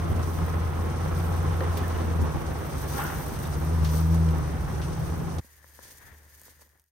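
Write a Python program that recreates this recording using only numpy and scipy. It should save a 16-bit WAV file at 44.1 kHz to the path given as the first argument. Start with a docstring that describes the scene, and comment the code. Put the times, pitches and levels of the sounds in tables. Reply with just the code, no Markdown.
"""A pickup truck creeps over a dry pasture, heard from its open side window. Its exhaust drones
when the driver gives gas and burbles when the truck coasts. Tyres crush dry grass, twigs snap,
grasshoppers fly up on clicking wings and a tall weed scrapes along the body.
Then, suddenly, someone walks through grass by a pond while an engine idles far off.
A grasshopper clicks away and everything fades out."""
import sys
import numpy as np
from scipy import signal
from scipy.fft import rfft, irfft, next_fast_len
from scipy.io import wavfile

SR = 44100
rng = np.random.default_rng(int(sys.argv[2]) if len(sys.argv) > 2 else 0)


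def to_wav(s):
    """Save 16-bit WAV."""
    ch = np.atleast_2d(s).T  # columns
    pcm = np.round(np.clip(ch, -1, 1) * 32767)  # PCM
    wavfile.write(sys.argv[1], SR, pcm.astype(np.int16))


N = 304731
TIME = np.arange(N) / SR
FFT_SIZE = next_fast_len(N)
FREQS = np.fft.rfftfreq(FFT_SIZE, 1 / SR)
SIDES = np.array([[.5], [-.5]])   # splits a difference between left and right


def from_db(db):
    """Turn decibels into a number to multiply by. A decay_s is the time to fall 60 dB."""
    return 10 ** (np.asarray(db) / 20)


def rms_one(x):
    """Scale a signal so its average power is 1."""
    return x / np.sqrt(np.mean(x ** 2) + 1e-20)


def in_time(rows):
    """Join a table's points with lines, giving each column a value at every sample."""
    times, *columns = np.transpose(rows)
    return [np.interp(TIME, times, column) for column in columns]


def at_hz(points):
    """Join a table's points with lines, giving a value at every frequency."""
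    hz, value = np.transpose(points)
    return np.interp(np.log(FREQS + 1), np.log(hz), value)


def colour(spectrum):
    """How strong each frequency is, falling steeply beyond the ends of the table."""
    low, high = spectrum[0][0], spectrum[-1][0]
    return from_db(at_hz(spectrum)) / (1 + (low / (FREQS + 1)) ** 8) / (1 + (FREQS / high) ** 8)


def filtered(x, order, hz, kind):
    """Keep the low part, the high part or one band of a sound."""
    return signal.sosfilt(signal.butter(order, hz, kind, fs=SR, output="sos"), x)


def panned(left_db):
    """Two gains that make the left side left_db louder than the right."""
    return from_db(SIDES * left_db)


def placed(sound, start_s):
    """Put a short sound into a silent stereo track."""
    track, start = np.zeros((2, N)), int(start_s * SR)
    track[:, start:start + sound.shape[-1]] = sound[..., :N - start]
    return track


def drift(per_s):
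    """A random wobble about 1 in size that picks a new target per_s times a second."""
    targets = rng.standard_normal(4000)
    return rms_one(np.interp(TIME * per_s, np.arange(len(targets)), targets))


def grains(per_s, spread_db, smooth):
    """Many tiny cracks of uneven size over a smooth hiss."""
    cracks = rng.random((2, N)) < per_s / SR
    sizes = from_db(spread_db * np.minimum(rng.exponential(1, (2, N)), 4))
    return rms_one(cracks * sizes * rng.choice([-1, 1], (2, N))) + smooth * rng.standard_normal((2, N))


def swell(peak_s, length_s, db, roundness, rise_share=.4):
    """The power of a sound that rises and falls; length_s is its width 10 dB below the peak."""
    away = np.maximum((peak_s - TIME) / rise_share, (TIME - peak_s) / (1 - rise_share)) / length_s
    return from_db(db - 10 * np.minimum(away ** roundness, 10)) ** 2


def swells(rows, floors_db, roundness):
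    """One level curve in dB for each layer: a steady floor plus a swell for every row."""
    levels_db = []
    for layer, floor_db in enumerate(floors_db):
        power = sum(swell(s, length_s, peaks_db[layer], roundness) for s, length_s, *peaks_db in rows)
        levels_db.append(10 * np.log10(from_db(floor_db) ** 2 + power))
    return levels_db


# How alike left and right sound (0 unrelated, 1 the same): pitch_hz, likeness
EAR_LIKENESS = [(45, 0.23), (80, 1), (115, 0.56), (200, 0.8), (340, 0.66), (540, 0.64), (700, 0.58),
                (830, 0.46), (1200, 0.57), (1650, 0.05), (2200, 0.46), (4000, 0.061), (9000, 0.05),
                (13000, 0.47)]
def shaped(pair, gain, left_db=0, lead_rad=0):
    """Blend two unrelated signals into stereo with the given tone colour and a power of 1."""
    middle, side = rfft(pair, FFT_SIZE)
    alike = at_hz(EAR_LIKENESS)
    both = np.sqrt(1 + alike) * middle + np.sqrt(1 - alike) * side * [[1], [-1]]
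    paths = panned(left_db) * np.exp(1j * lead_rad * SIDES)
    return rms_one(irfft(both * gain * paths, FFT_SIZE)[:, :N])


# How much louder the left side is at the truck: pitch_hz, left_db
WINDOW_BALANCE = [(100, 1), (200, 0.5), (380, -2), (520, -5), (680, -14.5), (900, -5), (1300, 1.5),
                  (2400, -3), (4400, 4.5), (6000, 10.5), (8100, 1), (15000, -1)]
# How far the left wave runs ahead of the right: pitch_hz, lead_rad
WINDOW_LEAD = [(160, -0.9), (300, -0.43), (450, -1.48), (620, -1.56), (740, -0.65), (1000, 0.099),
               (1350, -1.63), (1900, -.5), (2600, -1.1), (3600, -1.05), (5000, 0.61)]
def at_window(pair, gain=1, staggered=False):
    """Sound reaches the two ears at different levels and, if staggered, at different times."""
    return shaped(pair, gain, at_hz(WINDOW_BALANCE), at_hz(WINDOW_LEAD) if staggered else 0)


# Puffs of wind: peak_s, length_s, level_db
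GUSTS = [(.13, .18, -26), (.42, .25, -34), (1.95, .04, -28), (2.1, .12, -29.5), (2.22, .13, -26),
         (2.36, .06, -29), (3.83, .1, -30), (5.2, .06, -35)]
# The tone colour of their rumble: pitch_hz, level_db
WIND_COLOUR = [(40, -3.5), (75, -3), (140, -4.5), (300, -21)]
def wind():
    """Each puff rumbles on the microphone's two openings separately."""
    noise = rfft(rng.standard_normal((2, N)), FFT_SIZE)
    rumble = irfft(noise * colour(WIND_COLOUR), FFT_SIZE)[:, :N]
    return rms_one(rumble) * np.sqrt(sum(swell(*gust, roundness=1.4) for gust in GUSTS))


# How loud the far engine is: time_s, level_db
IDLE_LEVEL = [(5.4, -60), (5.6, -59.5), (6.0, -63), (6.16, -53.5), (6.28, -58), (6.42, -60.5), (6.9, -55)]
def far_engine(pitch_hz=74):
    """An engine idles far away: a low hum that wavers a little."""
    phase = 2 * np.pi * np.cumsum(pitch_hz * (1 + .01 * drift(6.3))) / SR
    level_db, = in_time(IDLE_LEVEL)
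    return rms_one(np.sin(phase) + .081 * np.sin(2 * phase)) * from_db(level_db)


# The notes of the microphone's hollow case: pitch_hz, relative_db, decay_s
CASE_NOTES = [(240, -10.5, 0.029), (527, -3.5, 0.023), (1000, -1.5, 0.021), (1350, -1.5, .012),
              (1740, 3, 0.025)]
# Finger taps on it: start_s, strength_db, brightness_hz, left_db
TAPS = [(5.445, -33, 220, -9), (5.643, -50, 1700, 15), (5.79, -41, 900, 16), (5.918, -45, 280, 0),
        (6.417, -50.5, 900, 12), (6.481, -48, 800, -17), (6.594, -50, 1000, -12), (6.619, -44, 800, -15),
        (6.662, -44, 400, -11), (6.755, -45, 610, -4)]
def finger_taps():
    """Fingers knock on the hand-held microphone; a soft touch leaves only the low thud."""
    t = np.arange(SR // 10) / SR
    ring = sum((-1) ** k * np.sin(2 * np.pi * hz * t) * from_db(db - 60 * t / decay_s)
               for k, (hz, db, decay_s) in enumerate(CASE_NOTES))
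    return sum(placed(filtered(ring, 2, brightness_hz, "low"), start_s) * from_db(db) * panned(left_db)
               for start_s, db, brightness_hz, left_db in TAPS)


# The walker's strides: peak_s, length_s, swish_db, rub_db, tread_db
STRIDES = [(5.85, 0.24, -50, -56.5, -63.5), (5.91, 0.033, -49, -64, -61), (6.025, 0.1, -66, -51, -64),
           (6.075, .09, -72, -52, -65), (6.12, 0.055, -70, -52, -60), (6.2, 0.16, -76, -68, -64),
           (6.48, 0.13, -52.5, -57, -63), (6.62, 0.077, -52, -58, -58), (6.76, 0.11, -69, -57, -59)]
# Tone colours of rubbing cloth, swishing grass, soft ground and breaking stems: pitch_hz, level_db
SLEEVE_COLOUR = [(25, -3), (70, 6.5), (130, 0.5), (200, -10.5), (330, -12), (480, -10), (680, -13),
                 (950, -9.5), (1250, -11.5), (1550, -6.5), (1760, -1.5), (2100, -8.5), (2700, -22),
                 (3500, -14)]
SWISH_COLOUR = [(1500, -12), (2800, -7), (4200, -7), (4900, -1), (5400, -5), (6500, 2), (8200, -1),
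                (9600, 3), (11000, -6), (12200, 3), (17000, -1)]
TREAD_COLOUR = [(130, -4), (220, -3), (380, 0.5), (540, -3), (720, -8), (980, -1), (1250, -5)]
CRUNCH_COLOUR = [(1500, -10), (2600, -0.5), (4500, 3), (5300, 3.5), (5800, 6.5), (7000, 1), (8500, 6),
                 (10000, 4.5), (15000, -80.5)]
def walker(clump_db=2.5):
    """Boots swish through grass and thud on soft ground while a sleeve rubs close by on the left."""
    swish_db, rub_db, tread_db = swells(STRIDES, floors_db=(-60, -61, -74), roundness=1.2)
    sleeve_left_db = at_hz([(300, 2.1), (600, 2.3), (1200, 1.3), (1750, 8.9), (2800, 8)])
    rub = shaped(grains(per_s=580, spread_db=-.5, smooth=1), colour(SLEEVE_COLOUR), sleeve_left_db)
    swish = shaped(grains(per_s=1500, spread_db=2, smooth=1.1), colour(SWISH_COLOUR))
    swish *= from_db(swish_db + clump_db * drift(60))
    tread = shaped(grains(per_s=160, spread_db=3, smooth=.6), colour(TREAD_COLOUR))
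    crunch = shaped(grains(per_s=500, spread_db=2, smooth=.67), colour(CRUNCH_COLOUR))
    crunch *= from_db(-55 + 1.56 * (swish_db + 50))   # dry stems crunch only under firmer strides
    return rub * from_db(rub_db) + swish + crunch + tread * from_db(tread_db)


# Short spurts of grasshopper flight: start_s, length_s, level_db
FLIGHTS = [(.08, .2, -45), (.28, .12, -39), (.45, .03, -38), (4.94, .13, -41), (5.14, .05, -40),
           (6.015, .05, -45), (6.35, .04, -43), (6.39, .07, -35.5), (6.585, .14, -42), (6.75, .04, -42),
           (6.79, .06, -34), (6.85, .05, -38)]
def grasshoppers(wingbeat_hz=52.6, slow_from_s=6.4155, slowing_hz_per_s=15, decay_s=.0036):
    """Each wingbeat makes one dry, very high click; the last flight slows as the insect lands."""
    beat_hz = wingbeat_hz - slowing_hz_per_s * np.maximum(TIME - slow_from_s, 0)
    beats = np.cumsum(beat_hz) / SR
    since_click_s = (beats - np.interp(slow_from_s, TIME, beats)) % 1 / beat_hz
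    flying = sum(from_db(db) * ((TIME > s) & (TIME < s + length_s)) for s, length_s, db in FLIGHTS)
    hiss = rms_one(filtered(rng.standard_normal(N), 2, 8500, "high"))
    return hiss * flying * from_db(-60 * since_click_s / decay_s)


# Taller tufts that the truck runs over: peak_s, length_s, crunch_db, straw_db
TUFTS = [(.3, 0.46, -53, -52), (1.2, 0.71, -51.5, -53), (1.8, 0.83, -51, -55.5), (2.99, 0.75, -44, -43),
         (3.18, .25, -54, -48), (3.55, 0.78, -53, -55.5), (3.945, 0.2, -43.5, -41.5),
         (4.15, 0.18, -51, -58.5), (4.84, 0.13, -47, -69), (5.07, 0.15, -51.5, -63)]
# The tone colour of fine straw: pitch_hz, level_db
STRAW_COLOUR = [(4000, -30), (7000, -8), (8400, 0), (10000, -1), (11000, -7), (12200, 2), (15000, 1),
                (17000, -3)]
def crushed_grass(short_grass_db=(-52.5, -57), clump_db=1.5):
    """Stems break in clumps under the tyres while fine straw brushes the body."""
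    crunch_db, straw_db = swells(TUFTS, short_grass_db, roundness=.88)
    crunch = at_window(grains(per_s=2200, spread_db=2, smooth=1.46), colour(CRUNCH_COLOUR))
    straw = at_window(grains(per_s=900, spread_db=3.8, smooth=.8), colour(STRAW_COLOUR))
    crunch *= from_db(crunch_db + clump_db * drift(60))
    straw *= from_db(straw_db + clump_db * drift(60))
    return crunch + straw


# Twigs under the tyres: start_s, level_db, pitch_hz, decay_s
TWIGS = [(1.009, -46, 11000, .02), (1.606, -26.5, 850, 0.018), (1.606, -41, 2900, 0.022),
         (1.772, -35.5, 8400, 0.07), (1.772, -41, 2600, .2), (1.876, -45, 12100, .03),
         (1.881, -39.5, 12100, .04), (2.214, -44, 7750, 0.097), (2.886, -39, 12000, .02),
         (2.98, -41, 6000, 0.047), (3.063, -40, 11000, .025), (3.39, -37, 11980, .02),
         (3.848, -31.5, 4600, 0.0072), (3.849, -40.5, 4000, .22), (3.85, -44.5, 2100, 0.2),
         (3.89, -45, 4400, 0.18), (4.145, -37, 9000, .025), (4.288, -38.5, 2900, 0.03),
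         (4.307, -43.5, 12500, .02), (4.816, -44.5, 2570, 0.24), (5.384, -41, 3980, 0.061)]
def snapping_twigs(band_ratio=2.08):
    """Each break is a band of noise that jumps up and dies away."""
    t = np.arange(SR // 4) / SR
    snaps = 0
    for start_s, db, hz, decay_s in TWIGS:
        band_hz = [hz / band_ratio, min(hz * band_ratio, .45 * SR)]
        # noise that both ears share, plus some for each ear alone
        noise = rng.standard_normal(2 * len(t)) + rng.standard_normal((2, 2 * len(t)))
        for _ in range(2):
            noise = filtered(noise, 1, band_hz, "band")
        envelope = (1 - np.exp(-np.pi * hz * t)) * from_db(db - 60 * t / decay_s)
        snaps += placed(rms_one(noise)[:, len(t):] * envelope, start_s)
    return snaps


def strike(start_s, db, hz, decay_s, notes):
    """A blow makes a part ring with a few notes that die away together."""
    t = np.arange(SR // 4) / SR
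    ring = sum(from_db(note_db) * np.sin(2 * np.pi * hz * ratio * t + rng.normal(0, .69, (2, 1)))
               for ratio, note_db in notes)
    return placed(ring * (1 - np.exp(-hz * t)) * from_db(db - 60 * t / decay_s), start_s)


# Dull knocks and bright pings under the truck: start_s, level_db, pitch_hz, decay_s
KNOCKS = [(1.608, -25.5, 522, .13), (2.035, -28, 221, .15), (2.218, -27, 230, .13), (3.815, -22, 96, .15),
          (4.355, -35, 791, .1), (4.733, -35, 400, .08), (4.795, -33, 850, .1), (5.168, -29, 230, .13)]
PINGS = [(1.607, -38, 1857, .058), (1.836, -38.5, 1780, .07), (1.948, -46, 2900, .07),
         (3.45, -47, 3700, .07), (3.848, -45, 1720, .16)]
# The notes inside each knock and ping: pitch_ratio, relative_db
KNOCK_NOTES = [(.68, -6), (1, 0.5), (1.8, -11.5), (2.25, -11)]
PING_NOTES = [(.96, -5), (0.999, 3), (1.05, -14)]
def underbody_hits():
    """Sticks, stones and ruts knock on the underside; stiff stalks make thin metal ring."""
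    knocks = sum(strike(*knock, KNOCK_NOTES) for knock in KNOCKS)
    return knocks + sum(strike(*ping, PING_NOTES) for ping in PINGS)


# How loudly the weed rasps: time_s, level_db
RASP_LEVEL = [(2.88, -53), (2.965, -41), (2.995, -32.5), (3.02, -34.5), (3.06, -35.5), (3.15, -41),
              (3.3, -51)]
# The tone colour of the scraped panel: pitch_hz, level_db
PANEL_COLOUR = [(500, -27), (800, 8.5), (1100, 2), (1550, 4), (1900, -1), (2300, -9), (3500, -7.5)]
# The stalk's slips: start_s, length_s, from_hz, to_hz, level_db
SQUEAKS = [(2.92, .07, 1270, 1370, -42), (2.985, .03, 1020, 1170, -33), (2.987, .032, 830, 810, -33.5),
           (2.998, .045, 1340, 1400, -38), (3.032, .03, 1460, 1410, -35), (3.06, .065, 1440, 1340, -39)]
def weed_scrape(pitch_wobble=.0496):
    """A stalk catches on a panel, then slips along it: a rasp with short, shaky squeaks."""
    rasp_db, = in_time(RASP_LEVEL)
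    rasp = shaped(grains(per_s=1100, spread_db=2.5, smooth=.5), colour(PANEL_COLOUR))
    squeaks = 0
    for start_s, length_s, from_hz, to_hz, db in SQUEAKS:
        progress = np.clip((TIME - start_s) / length_s, 0, 1)
        hz = (from_hz + (to_hz - from_hz) * progress) * (1 + pitch_wobble * drift(500))
        envelope = np.sin(np.pi * progress) * from_db(db + 2 * drift(300))
        squeaks += np.sin(2 * np.pi * np.cumsum(hz) / SR) * envelope
    return rasp * from_db(rasp_db) + squeaks


# Loose parts of the truck: pitch_hz, level_db, decay_s
LOOSE_PARTS = [(232.4, -49.5, 0.08), (341, -49.5, 0.098), (408, -53, 0.088), (504, -53.5, .07),
               (818, -55, .05), (1092, -54.5, 0.053), (1317, -57.5, .04)]
def rattle(bumps_per_s=24, spread_db=5):
    """Small bumps come at random; each one jolts every loose part by a different amount."""
    bumps = rng.random(N) < bumps_per_s / SR
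    parts = 0
    for hz, db, decay_s in LOOSE_PARTS:
        jolts = bumps * from_db(spread_db * rng.uniform(-1, 1, (2, N))) * rng.choice([-1, 1], (2, N))
        kept, step_rad = from_db(-60 / (decay_s * SR)), 2 * np.pi * hz / SR   # both per sample
        ring = signal.lfilter([0, 1], [1, -2 * kept * np.cos(step_rad), kept ** 2], jolts + 1e-18)
        parts += from_db(db) * rms_one(ring)
    return at_window(parts, staggered=True) * np.std(parts)


# The notes of belt and fan: times_firing_rate, width_hz, relative_db
WHINES = [(5.7, 45, -48.5), (12.5, 70, -48), (15.2, 60, -50.5)]
def whine(firings, tone_db):
    """Belt and fan sing rough notes that follow the engine's speed and weaken off the gas."""
    throttle = np.clip((tone_db + 38) / 8, 0, 1)
    notes = 0
    for multiple, width_hz, db in WHINES:
        phase = 2 * np.pi * multiple * firings
        ears = [drift(2 * width_hz) * np.cos(phase) + drift(2 * width_hz) * np.sin(phase)
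                for _ in range(2)]
        notes += from_db(db) * np.array(ears)
    return at_window(notes, staggered=True) * np.std(notes) * from_db(-10.5 + 7 * throttle)


# The tone colour of fan, gears and tyres: pitch_hz, level_db
RUNNING_COLOUR = [(180, -18), (220, -6), (290, -6), (360, -5.5), (420, -7), (480, -7), (560, -11),
                  (670, -15), (800, -12.5), (1040, -13.5), (1300, -13.5), (1700, -18.5), (2600, -27.5),
                  (4000, -28.5)]
def running_noise(firings, level_db, bass_boost_db, throb=.015, flutter_db=.9):
    """Fan, gears and tyres make a dense clatter that throbs faintly as the engine fires."""
    clatter = grains(per_s=900, spread_db=1.3, smooth=1) * (1 + throb * np.cos(2 * np.pi * firings))
    clatter = at_window(clatter, colour(RUNNING_COLOUR), staggered=True)
    # more bass makes it duller, as when heard from lower beside the door
    extra_bass = (from_db(bass_boost_db) - 1) * filtered(clatter, 1, 380, "low")
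    return (clatter + extra_bass) * from_db(level_db + flutter_db * drift(50))


# The low notes of the cab and exhaust: pitch_hz, width_hz, relative_db
BOOM_NOTES = [(53, 18, -3.5), (68, 26.5, 2), (90.1, 19.5, 2), (135.7, 31, -1.5), (157, 26.7, 0)]
def body_boom(level_db, tone_db, lumpy_db=.5):
    """Uneven firing and rough ground shake the cab and exhaust into a low rumble."""
    power = sum(from_db(db) ** 2 / (1 + 2 * ((FREQS - hz) / width_hz) ** 2) ** 2
                for hz, width_hz, db in BOOM_NOTES)
    deep_bass_cut = FREQS ** 2 / (FREQS ** 2 + 25 ** 2)
    rumble = at_window(rng.standard_normal((2, N)), np.sqrt(power) * deep_bass_cut)
    # a hard-working engine fires evenly, so the burble around its tone dies down
    working = np.clip((tone_db + 35) / 6, 0, 1)
    hard_push = np.clip((tone_db + 26) / 3, 0, 1)
    burble = filtered(rumble, 1, [68, 102], "band")
    octave_burble = filtered(rumble, 1, [120, 180], "band")
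    rumble = rumble - .6 * working * burble - .5 * hard_push * octave_burble
    return rumble * from_db(level_db + lumpy_db * drift(25))


def exhaust(firings, tone_db, octave_db, third_db=-22, fourth_db=-21, right_lead_rad=.23):
    """The engine's firings, no two quite equal, blend into a low tone with higher tones above it."""
    phase = 2 * np.pi * firings + .04 * drift(25) - right_lead_rad * SIDES
    strength = 1 + .08 * drift(45)
    overtones = (np.cos(2 * phase) + from_db(third_db) * np.sin(3 * phase)
                 + from_db(fourth_db) * np.sin(4 * phase))
    drone = from_db(tone_db) * np.cos(phase) + from_db(octave_db) * overtones
    return -np.sqrt(2) * strength * drone * panned(.96)


# The driver holds the gas, coasts, then pushes twice: time_s, firing_hz, tone_db, octave_db
ENGINE = [(0, 84.5, -29.3, -43), (.8, 83.4, -28.5, -44), (1.03, 86.5, -29, -42), (1.5, 85.3, -26, -39),
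          (1.75, 84.8, -28, -42), (2.02, 84.2, -28.3, -43), (2.2, 81, -25.2, -40), (2.42, 71, -38, -41),
          (2.7, 72.3, -39, -41), (3.3, 70, -40, -42), (3.56, 74, -37, -39), (3.62, 77, -29.5, -35),
          (3.74, 82, -23.5, -30), (3.87, 77, -25.5, -31), (4.02, 80.3, -23, -26),
          (4.16, 82.2, -21.6, -24.4), (4.29, 80.2, -22.5, -25.4), (4.37, 77, -29, -30),
          (4.54, 74, -34.5, -36.5), (4.9, 79, -34.5, -40), (5.4, 83, -34.5, -38)]
# How rough the ground is: time_s, boom_db, running_db, bass_boost_db
GROUND = [(0, -31, -36.5, 1.5), (.7, -31.5, -36.5, -1), (1.7, -29.5, -35, -1), (2.6, -33.5, -36.5, -0.5),
          (3.4, -33, -37.5, -0.5), (4.7, -29, -39.5, 2), (5.4, -32.5, -41.5, 5)]
def truck():
    """The rolling pickup, with the wind and everything it runs over or brushes past."""
    firing_hz, tone_db, octave_db = in_time(ENGINE)
    boom_db, running_db, bass_boost_db = in_time(GROUND)
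    firings = np.cumsum(firing_hz) / SR   # how many times the engine has fired so far
    machine = exhaust(firings, tone_db, octave_db) + body_boom(boom_db, tone_db)
    machine += running_noise(firings, running_db, bass_boost_db)
    machine += (whine(firings, tone_db) + rattle()) * from_db(running_db - running_db.mean())
    pasture = crushed_grass() + wind() + weed_scrape()
    debris = (snapping_twigs() + underbody_hits()) * panned(2.2)
    return machine + pasture + debris


def scene(pond_at_s=5.401, switch_s=.011, fade_end_s=6.93, fade_s=.53):
    """The drive switches suddenly to the walk, which fades out; grasshoppers fly in both."""
    on_foot = np.clip((TIME - pond_at_s) / switch_s + .5, 0, 1)
    fade = np.clip((fade_end_s - TIME) / fade_s, 0, 1) ** 1.2
    drive = truck() * (1 - on_foot)
    walk = (far_engine() + walker() + finger_taps()) * on_foot
    return drive + (walk + grasshoppers()) * fade


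# Dips in the microphone's treble (depth 1 is a full cut): pitch_hz, narrowness_q, depth
MIC_DIPS = [(7550, 12, 1), (10780, 13, .95)]
def record(dry, cutoff_hz=15750):
    """The microphone loses two narrow bands of treble, and the very top is cut off."""
    for hz, q, depth in MIC_DIPS:
        notched = signal.lfilter(*signal.iirnotch(hz, q, fs=SR), dry)
        dry = dry + depth * (notched - dry)
    return signal.sosfilt(signal.ellip(10, .2, 80, cutoff_hz, fs=SR, output="sos"), dry)


dry = scene()
out = record(dry)
to_wav(out)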